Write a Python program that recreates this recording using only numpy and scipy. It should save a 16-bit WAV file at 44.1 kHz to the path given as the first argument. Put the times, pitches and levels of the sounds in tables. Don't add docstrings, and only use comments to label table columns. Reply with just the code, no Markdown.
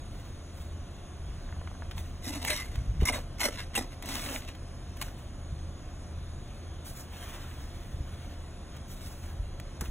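import sys
import numpy as np
from scipy import signal
from scipy.fft import rfft, irfft
from scipy.io import wavfile
from scipy.ndimage import uniform_filter1d

SR = 44100
rng = np.random.default_rng(int(sys.argv[2]) if len(sys.argv) > 2 else 0)


def dump_mix(stems):
    frames = np.atleast_2d(stems).T
    limited = np.clip(frames, -1, 1)
    pcm = np.round(limited * 32767).astype(np.int16)
    wavfile.write(sys.argv[1], SR, pcm)


N = 436590
TIME, HZ = np.arange(N) / SR, np.fft.rfftfreq(N, 1 / SR)

# frequency_hz, level_db
AIR_TONE = [(10, -25), (22, 0), (40, -1.5), (70, -2), (110, -6), (170, -12), (300, -15), (440, -22),
            (640, -22.5), (850, -27.5), (1400, -28.5), (2400, -36), (5000, -45.5), (15500, -83)]
HISS_TONE = [(1500, -14), (2900, -2), (3500, 0), (4000, -3), (4800, -6), (5200, -2), (6100, -7), (6550, 2),
             (7200, -9), (7800, -12), (8550, -2), (9300, -9), (10050, -3), (11600, -21), (15500, -22)]
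# pitch_hz, width_hz, boost_db
AIR_DRONES = [(351, 8, 6), (394, 5.3, 2.5), (537, 4.9, 7.5), (586, 25, 4), (704, 45, 6.5), (1070, 100, 3.5)]
# time_s, level_db
RUMBLE_LEVEL = [(0.0, -44), (.12, -41.5), (.42, -47), (.62, -41.5), (1.03, -47), (1.3, -41), (1.8, -40.5),
                (2.1, -38.5), (2.53, -45.5), (2.87, -34), (3.47, -44), (4.96, -44.5), (5.4, -41.5),
                (5.93, -45), (6.15, -40.5), (7.2, -47), (7.97, -40), (8.55, -46), (9.35, -40.5),
                (9.9, -45.5)]
# cycles_per_shaft_turn, level_db
ENGINE_NOTES = [(2, -48.5), (4, -52), (5, -45.3), (7, -59), (8, -56), (11, -62)]

# start_s, rise_s, hold_s, fade_60db_s, level_db, fizz_db, scrub_db
SWEEPS = [(.05, 0.15, .08, 0.38, -58, -2, -12), (.52, 0.056, 0.046, 0.36, -56, 3, -14),
          (1.2, .1, 0.18, 1.2, -63.5, -11, 4), (1.948, 0.028, 0.018, .45, -49.5, 2.5, -10),
          (3.11, .025, .04, .15, -45.5, 1, 5.5), (4.042, .07, .245, .25, -43.5, 5.5, -4),
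          (4.978, 0.027, 0.074, .25, -49, 2, -5), (5.16, 0.026, .01, .25, -55, 2, -12),
          (6.14, .04, .05, .3, -62, -8, -8), (6.38, 0.073, 0.17, .6, -59.5, -9, -11),
          (6.844, 0.016, 0.022, 0.36, -52, 12.5, -12), (6.939, 0.039, 0.034, 0.17, -50.5, 8.5, -8),
          (7.036, 0.13, 0.16, 1.7, -49, 0, -9), (7.15, .08, .17, 1.1, -55, -2, 4.5),
          (7.48, .04, 0.27, 2.1, -55.5, -1, -11), (8.036, 0.056, 0.22, 0.92, -55.5, -5, -8),
          (8.68, 0.088, .02, .15, -53.5, -9, -10), (8.87, 0.041, .02, 0.32, -53, 9, -12),
          (8.983, 0.06, 0.034, 0.88, -51.5, 6, -12), (9.18, .06, 0.067, 0.26, -53.5, -2, -8),
          (9.804, .01, 0.045, .2, -51, 4.5, -3)]
# frequency_hz, level_db
SNOW_TONE = [(150, 0.5), (350, -9), (700, 0.5), (1000, 0), (1500, 3.5), (2400, 3), (3500, 3.5),
             (4700, -2.5), (5500, -.5), (7400, -4.5), (8500, 0), (12000, -6.5), (15500, -5.5)]
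SCRUB_TONE = [(500, -13), (850, -6), (1250, 0), (1800, -2.5), (2600, -12), (5000, -29)]
# start_s, level_db, pitch_hz, rise_s
BUMPS = [(1.271, -30, 57.4, 0.016), (1.945, -32, 70, 0.0096), (2.768, -23, 55.3, 0.018),
         (2.882, -18.5, 49.7, 0.015), (2.935, -30, 73, 0.026), (2.993, -17.5, 60.7, 0.0093),
         (3.023, -12, 57, 0.0068), (5.517, -23.5, 71, 0.0093), (7.933, -30, 54.5, 0.0092),
         (7.995, -28, 61, 0.013), (9.383, -26.5, 46, 0.019), (9.807, -27, 50.3, 0.0067),
         (9.87, -23.5, 49, 0.046)]
# start_s, level_db, fade_60db_s, lowest_hz, highest_hz
KNOCKS = [(1.489, -46, .03, 550, 1800), (1.525, -41.5, .022, 550, 2100), (1.563, -49, .04, 550, 1500),
          (1.613, -39.5, .025, 500, 1600), (1.674, -36.5, .021, 550, 2300), (1.714, -41.5, .02, 500, 1500),
          (1.75, -46.5, .03, 550, 1450), (1.821, -38.5, .035, 600, 1700), (1.856, -50, .03, 700, 2800),
          (3.02, -27, .04, 170, 400), (3.097, -30.5, .06, 400, 950), (3.179, -36, .04, 450, 1100),
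          (3.776, -30, .05, 280, 800), (4.3605, -28.5, .022, 1600, 3500), (7.512, -47.5, .05, 850, 3400),
          (9.812, -39, .06, 700, 1700), (9.818, -33, .08, 120, 420), (9.837, -44.5, .04, 800, 1600),
          (9.856, -48, .07, 1000, 3000)]
# start_s, level_db, fizz_db, fade_60db_s, pitch_hz
TICKS = [(1.911, -40, -11, .05, 3130), (1.979, -41, -5, .045, 920), (2.449, -30, 1, .03, 3180),
         (2.503, -29, -2, .035, 3900), (2.756, -40, -5, .03, 1440), (3.011, -43, -6, .05, 3000),
         (3.031, -44, -6, .04, 3100), (3.055, -38, 11, .02, 2100), (3.404, -33, -1, .03, 2050),
         (3.752, -31, 0, .03, 2900), (3.764, -33, -1, .02, 2750), (3.776, -32, 0, .025, 1200),
         (4.024, -40, 0, .03, 780), (4.057, -47.5, 6, .05, 2680), (4.088, -40, 4, .04, 2080),
         (4.148, -37, 1, .035, 3800), (4.154, -33, 1, .025, 3800), (4.261, -37, -3, .03, 3820),
         (4.288, -35, -8, .02, 2700), (4.421, -45, -9, .025, 2100), (4.449, -46, -7, .025, 3100),
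         (4.485, -44, -3, .03, 2700), (4.549, -48.5, -7, .05, 3130), (4.968, -51, 1, .06, 2630),
         (5.0135, -32, -1, .045, 1100), (5.023, -36, -3, .035, 570), (5.083, -47, -9, .04, 1500),
         (8.765, -54, 3, .06, 3000), (9.599, -42.5, 1, .02, 2000), (9.809, -40, 8, .04, 1400)]
# frequency_hz, level_db
CRACK_TONE = [(120, 41), (300, 19), (600, 27.7), (1300, 6.6), (2200, 12), (4000, 7.1), (6500, 6.6),
              (10000, 7.1), (15500, 2)]
# start_s, rise_s, hold_s, fade_60db_s, level_db, fizz_db, drone_db
STROKES = [(2.215, .03, .01, .1, -49, 2, -8), (2.25, .02, .025, .16, -43, 2, -6),
           (2.312, .02, .035, 0.24, -45, 0.5, 0.5), (2.394, 0.035, .04, .2, -42.5, -1.5, -2),
           (2.455, 0.043, 0.014, 0.43, -33, 0, -10.5), (2.555, 0.013, .01, 0.36, -40, -4, -14),
           (2.706, 0.013, .01, 1, -55, -4, -4), (2.998, .01, 0.035, 0.045, -48.5, -10, 4),
           (3.052, .003, .01, .06, -41, 7, -8), (3.066, .016, .012, .06, -33.5, 1, -9),
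           (3.088, 0.0092, .008, .1, -40, -6, 6), (3.118, .01, .03, .2, -39.5, -3, 3),
           (3.379, 0.019, .005, .06, -44.5, 0, -4), (3.401, 0.004, 0.012, 0.066, -33, 1.5, -5),
           (3.428, 0.005, 0.029, 0.13, -32.5, 1, -1), (3.472, .005, 0.014, .06, -40.5, -5, 3),
           (3.501, .01, .05, .2, -47, -6, -3.5), (3.564, 0.019, .025, 0.21, -42.5, -8, -14),
           (3.733, .004, .01, .05, -45.5, -7, -8), (3.75, .006, 0.029, .085, -35.5, 2, 1.5),
           (3.783, .01, 0.035, 0.18, -48, -3.5, 4), (3.903, 0.017, .005, 0.18, -52, -5, -10),
           (4.022, .008, .045, .1, -51, -7, 5.5), (4.035, .055, .26, .36, -43, -3, -.5),
           (4.406, .015, .03, .2, -54.5, -7, 2), (4.467, 0.017, 0.0074, 0.12, -46.5, -5, -5)]
# frequency_hz, level_db
FROST_TONE = [(90, -42), (185, -19), (270, -7), (430, -10), (700, -9), (1400, -13), (2200, -12),
              (3200, -13), (5000, -14), (7200, -18), (8400, -13), (11000, -17), (15500, -26)]
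# pitch_hz, width_hz, boost_db
GLASS_NOTES = [(250.4, 44, 12.5), (624, 48, 5), (984, 25, 2), (1630, 40, 3), (2030, 95, 9), (2190, 37, 6.5),
               (2695, 110, 5.5), (2930, 150, 4.5), (3830, 330, 5), (5260, 130, 6.5), (5720, 130, 7.5),
               (6510, 180, 5.5), (8180, 360, 5)]
# start_s, length_s, level_db, slips_per_s
JUDDERS = [(2.265, 0.022, -36, 283), (2.288, 0.038, -36, 280), (2.346, 0.054, -39, 280),
           (3.757, 0.045, -36, 230)]
# start_s, length_s, level_db, pitch_hz, roughness_0_to_1
SQUEAKS = [(2.475, 0.047, -37, 1800, .7), (2.49, 0.076, -34.5, 610, 0.1), (2.485, .08, -33.5, 4000, .9),
           (2.565, .12, -43, 2080, 0.7), (3.054, .02, -28, 2080, .15), (3.072, .014, -25.5, 2120, .4),
           (3.085, .017, -24, 2130, .6), (3.084, .018, -33, 2850, .6), (3.08, 0.039, -33, 980, 0.45),
           (3.127, .015, -31.5, 2050, .4), (3.143, .012, -35, 2100, .3), (3.066, .045, -31.5, 8250, .9),
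           (3.12, 0.048, -36, 8300, .9), (3.404, 0.018, -29, 2040, 0.3), (3.43, 0.015, -26.5, 2040, 0.3),
           (3.432, 0.048, -32, 5700, .8), (3.44, .05, -34.5, 640, .4), (3.754, .024, -27.5, 2740, 0.65),
           (3.753, .048, -30.5, 8400, .9)]

# frequency_hz, lead_radians
LEFT_LEAD = [(0, 0), (150, -.1), (450, -.6), (1000, -.15), (1750, 0), (2700, 1.25), (3500, 1.25),
             (4200, 2.2), (4850, 3.14), (5300, 3.7), (6400, 5.9), (9100, 9.42), (13250, 15.7),
             (16000, 19.6)]
# frequency_hz, likeness_0_to_1
LIKENESS = [(50, .96), (300, .96), (700, .93), (1500, .98), (2500, .87), (3800, .87), (4700, .99),
            (15000, .985)]


def amp(db):
    return 10 ** (np.asarray(db) / 20)


def unit(x):
    return x / np.sqrt(np.mean(x ** 2) + 1e-20)


def curve(points):
    hz, value = np.transpose(points)
    return np.interp(np.log(HZ + 1), np.log(hz + 1), value)


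def add(mix, start_s, sound):
    part = mix[round(start_s * SR):][:len(sound)]
    part += sound[:len(part)]


def wander(rate_hz):
    return unit(irfft(rfft(rng.standard_normal(N)) / (1 + (HZ / rate_hz) ** 4), N))


def colour(x, tone):
    return irfft(rfft(x) * amp(curve(tone)), N)


def ring(x, notes):
    response = sum((amp(db) - 1) / (1 + 2j * (HZ - hz) / width) for hz, width, db in notes)
    return irfft(rfft(x) * (1 + response), N)


def three_bands(x, low_hz=900, high_hz=5000):
    low = 1 / (1 + (HZ / low_hz) ** 8)
    high = 1 - 1 / (1 + (HZ / high_hz) ** 8)
    spectrum = rfft(x)
    return [unit(irfft(spectrum * share, N)) for share in (low, 1 - low - high, high)]


def shimmer(x, depth_db, bins, frames):
    slices = signal.stft(x, nperseg=1024, noverlap=768)[2]
    patches = uniform_filter1d(rng.standard_normal(slices.shape[1:]), bins, axis=0)
    patches = unit(uniform_filter1d(patches, frames, axis=1))
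    gain = amp(depth_db * np.clip(patches, -2, 2))
    return signal.istft(slices * gain, nperseg=1024, noverlap=768)[1][:, :N]


def grains(per_s, spread_db):
    size = amp(spread_db * np.minimum(rng.exponential(1, N), 3))
    happens = rng.random(N) < per_s / SR
    return unit(size * happens * rng.choice([-1, 1], (2, N)))


def push(rise_s, hold_s, fade_s):
    t = np.arange(0, rise_s + hold_s + fade_s, 1 / SR)
    return np.minimum(t / rise_s, 1) * amp(-60 * np.maximum(t - rise_s - hold_s, 0) / fade_s)


def rumble_swell(depth):
    db = np.interp(TIME, *np.transpose(RUMBLE_LEVEL))
    return amp(depth * (db - db.mean()))


def outdoors(air_db=-43.5, hiss_db=-59, bass_hz=170):
    air = unit(ring(colour(rng.standard_normal((2, N)), AIR_TONE), AIR_DRONES))
    bass = irfft(rfft(air) / (1 + (HZ / bass_hz) ** 4), N)
    air += (rumble_swell(depth=0.63) - 1) * bass
    hiss = shimmer(colour(rng.standard_normal((2, N)), HISS_TONE), depth_db=3.5, bins=3, frames=24)
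    return amp(air_db) * air + amp(hiss_db) * unit(hiss)


def engine(shaft_hz=16.35, waver=0.014, throb_db=2.6, flutter_db=1.5):
    turns = np.cumsum(shaft_hz * (1 + waver * wander(4))) / SR
    hum = np.zeros(N)
    for cycles, db in ENGINE_NOTES:
        throb = amp(throb_db * wander(3.1) + flutter_db * wander(9))
        hum += amp(db) * unit(throb * np.sin(2 * np.pi * cycles * turns))
    return hum * rumble_swell(depth=0.48)


def brush(trim_db=-5, body_db=-4, flutter_db=1.57, rustle_db=-67, rustle_fizz_db=-7):
    swish_power = np.full(N, amp(rustle_db) ** 2)
    powder_power = np.full(N, amp(rustle_db + rustle_fizz_db) ** 2)
    scrub_power = np.zeros(N)
    for start, rise, hold, fade, db, fizz_db, scrub_db in SWEEPS:
        force = amp(db) * push(rise, hold, fade)
        add(swish_power, start, force ** 2)
        add(powder_power, start, (force * amp(fizz_db)) ** 2)
        add(scrub_power, start, (force * amp(scrub_db)) ** 2)
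    bristles = grains(per_s=8000, spread_db=2) * amp(flutter_db * wander(26))
    bristles = shimmer(bristles, depth_db=3.5, bins=4, frames=14)
    low, mid, high = three_bands(colour(bristles, SNOW_TONE))
    swish = np.sqrt(swish_power) * (mid + amp(body_db) * low)
    powder = np.sqrt(powder_power) * high
    scrub = np.sqrt(scrub_power) * unit(colour(grains(per_s=1500, spread_db=1.5), SCRUB_TONE))
    return amp(trim_db) * (swish + powder + scrub)


def bumps(trim_db=-1, overtone_ratio=2.133, overtone_db=-8):
    out, t = np.zeros(N), TIME[:SR // 5]
    for start, db, hz, rise in BUMPS:
        swell = (t / rise * np.exp(1 - t / rise)) ** 2
        angle = 2 * np.pi * hz * t
        thud = np.sin(angle) + amp(overtone_db) * np.sin(overtone_ratio * angle)
        add(out, start, amp(db + trim_db) * swell * thud)
    return out


def knocks():
    out, t = np.zeros(N), TIME[:SR // 5]
    for start, db, fade_s, low_hz, high_hz in KNOCKS:
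        band = signal.butter(3, [low_hz, high_hz], "bandpass", fs=SR, output="sos")
        fade = amp(-60 * t / fade_s)
        burst = signal.sosfilt(band, fade * rng.standard_normal(len(t)))
        add(out, start, amp(db) * np.sqrt(np.mean(fade ** 2)) * unit(burst))
    return out


def ticks(trim_db=1, body_db=-5, note_db=-4, rise_s=.0003):
    low, mid, high = three_bands(colour(rng.standard_normal((2, N)), CRACK_TONE))
    out = np.zeros((2, N))
    for start, db, fizz_db, fade_s, hz in TICKS:
        at = slice(round(start * SR), round(start * SR) + SR // 5)
        t = TIME[at] - TIME[at][0]
        crack = mid[:, at] + amp(body_db) * low[:, at] + amp(fizz_db) * high[:, at]
        note = amp(note_db) * np.sin(2 * np.pi * hz * t)
        loudness = amp(db + trim_db - 60 * t / fade_s) * (1 - np.exp(-t / rise_s))
        out[:, at] += loudness * (crack + note)
    return out


def scraper(drone_trim_db=-1, drone_lag_s=0.0079, sag_db_per_s=15, slip_db=2.5, slip_hz=110, rub=0.33):
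    power = np.zeros((3, N))
    for start, rise, hold, fade, db, fizz_db, drone_db in STROKES:
        shape = push(rise, hold, fade)
        sag_db = sag_db_per_s * np.maximum(TIME[:len(shape)] - rise, 0)
        force = shape * amp(db - sag_db)
        add(power[0], start + drone_lag_s, (force * amp(drone_db + drone_trim_db)) ** 2)
        add(power[1], start, force ** 2)
        add(power[2], start, (force * amp(fizz_db)) ** 2)
    slips = amp(slip_db * np.clip(wander(slip_hz), -2, 1.4))
    crunch = (grains(per_s=3600, spread_db=2.6) + rub * rng.standard_normal((2, N))) * slips
    crunch = shimmer(crunch, depth_db=4.2, bins=4, frames=11)
    bands = three_bands(ring(colour(crunch, FROST_TONE), GLASS_NOTES))
    return sum(gain * band for gain, band in zip(np.sqrt(power), bands))


def judder(jitter=0.055, overtone_db=-15):
    out, drift = np.zeros(N), wander(70)
    for start, length, db, slips_per_s in JUDDERS:
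        swell = np.hanning(round(length * SR))
        pitch_hz = slips_per_s * (1 + jitter * drift[round(start * SR):][:len(swell)])
        angle = 2 * np.pi * np.cumsum(pitch_hz) / SR
        buzz = np.sin(angle) + amp(overtone_db) * (np.sin(2 * angle) + np.sin(3 * angle))
        add(out, start, amp(db) * swell * unit(buzz))
    return out


def squeaks(waver=0.015, grit_hz=130, skew=0.55, sag=0.052):
    out, drift = np.zeros(N), wander(150)
    grit_size = unit(abs(wander(grit_hz) + 1j * wander(grit_hz)))
    grit = grit_size * np.exp(2j * wander(grit_hz))
    for start, length, db, hz, rough in SQUEAKS:
        at = slice(round(start * SR), round((start + length) * SR))
        progress = np.linspace(0, 1, len(drift[at])) ** skew
        swell = np.sin(np.pi * progress) ** 2
        pitch_hz = hz * (1 + waver * drift[at] + sag * (.5 - progress))
        note = np.exp(2j * np.pi * np.cumsum(pitch_hz) / SR)
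        hoarseness = np.sqrt(1 - rough ** 2) + rough * grit[at]
        add(out, start, amp(db) * swell * (hoarseness * note).real)
    return out


def microphone(direct, scattered):
    likeness = curve(LIKENESS)
    shared = rfft(direct) * np.sqrt((1 + likeness) / 2)
    apart = rfft(scattered) * np.sqrt((1 - likeness) / 2)
    lag = np.exp(-1j * np.interp(HZ, *np.transpose(LEFT_LEAD)))
    return irfft(np.array([shared + apart, (shared - apart) * lag]), N)


def scene():
    direct, scattered = outdoors() + brush() + ticks() + scraper()
    direct += engine() + bumps() + knocks() + judder() + squeaks()
    return microphone(direct, scattered)


def record(dry):
    treble_cut = signal.firwin(511, cutoff=15760, window=("kaiser", 9), fs=SR)
    return signal.oaconvolve(dry, treble_cut[None], "same")


dry = scene()
out = record(dry)
dump_mix(out)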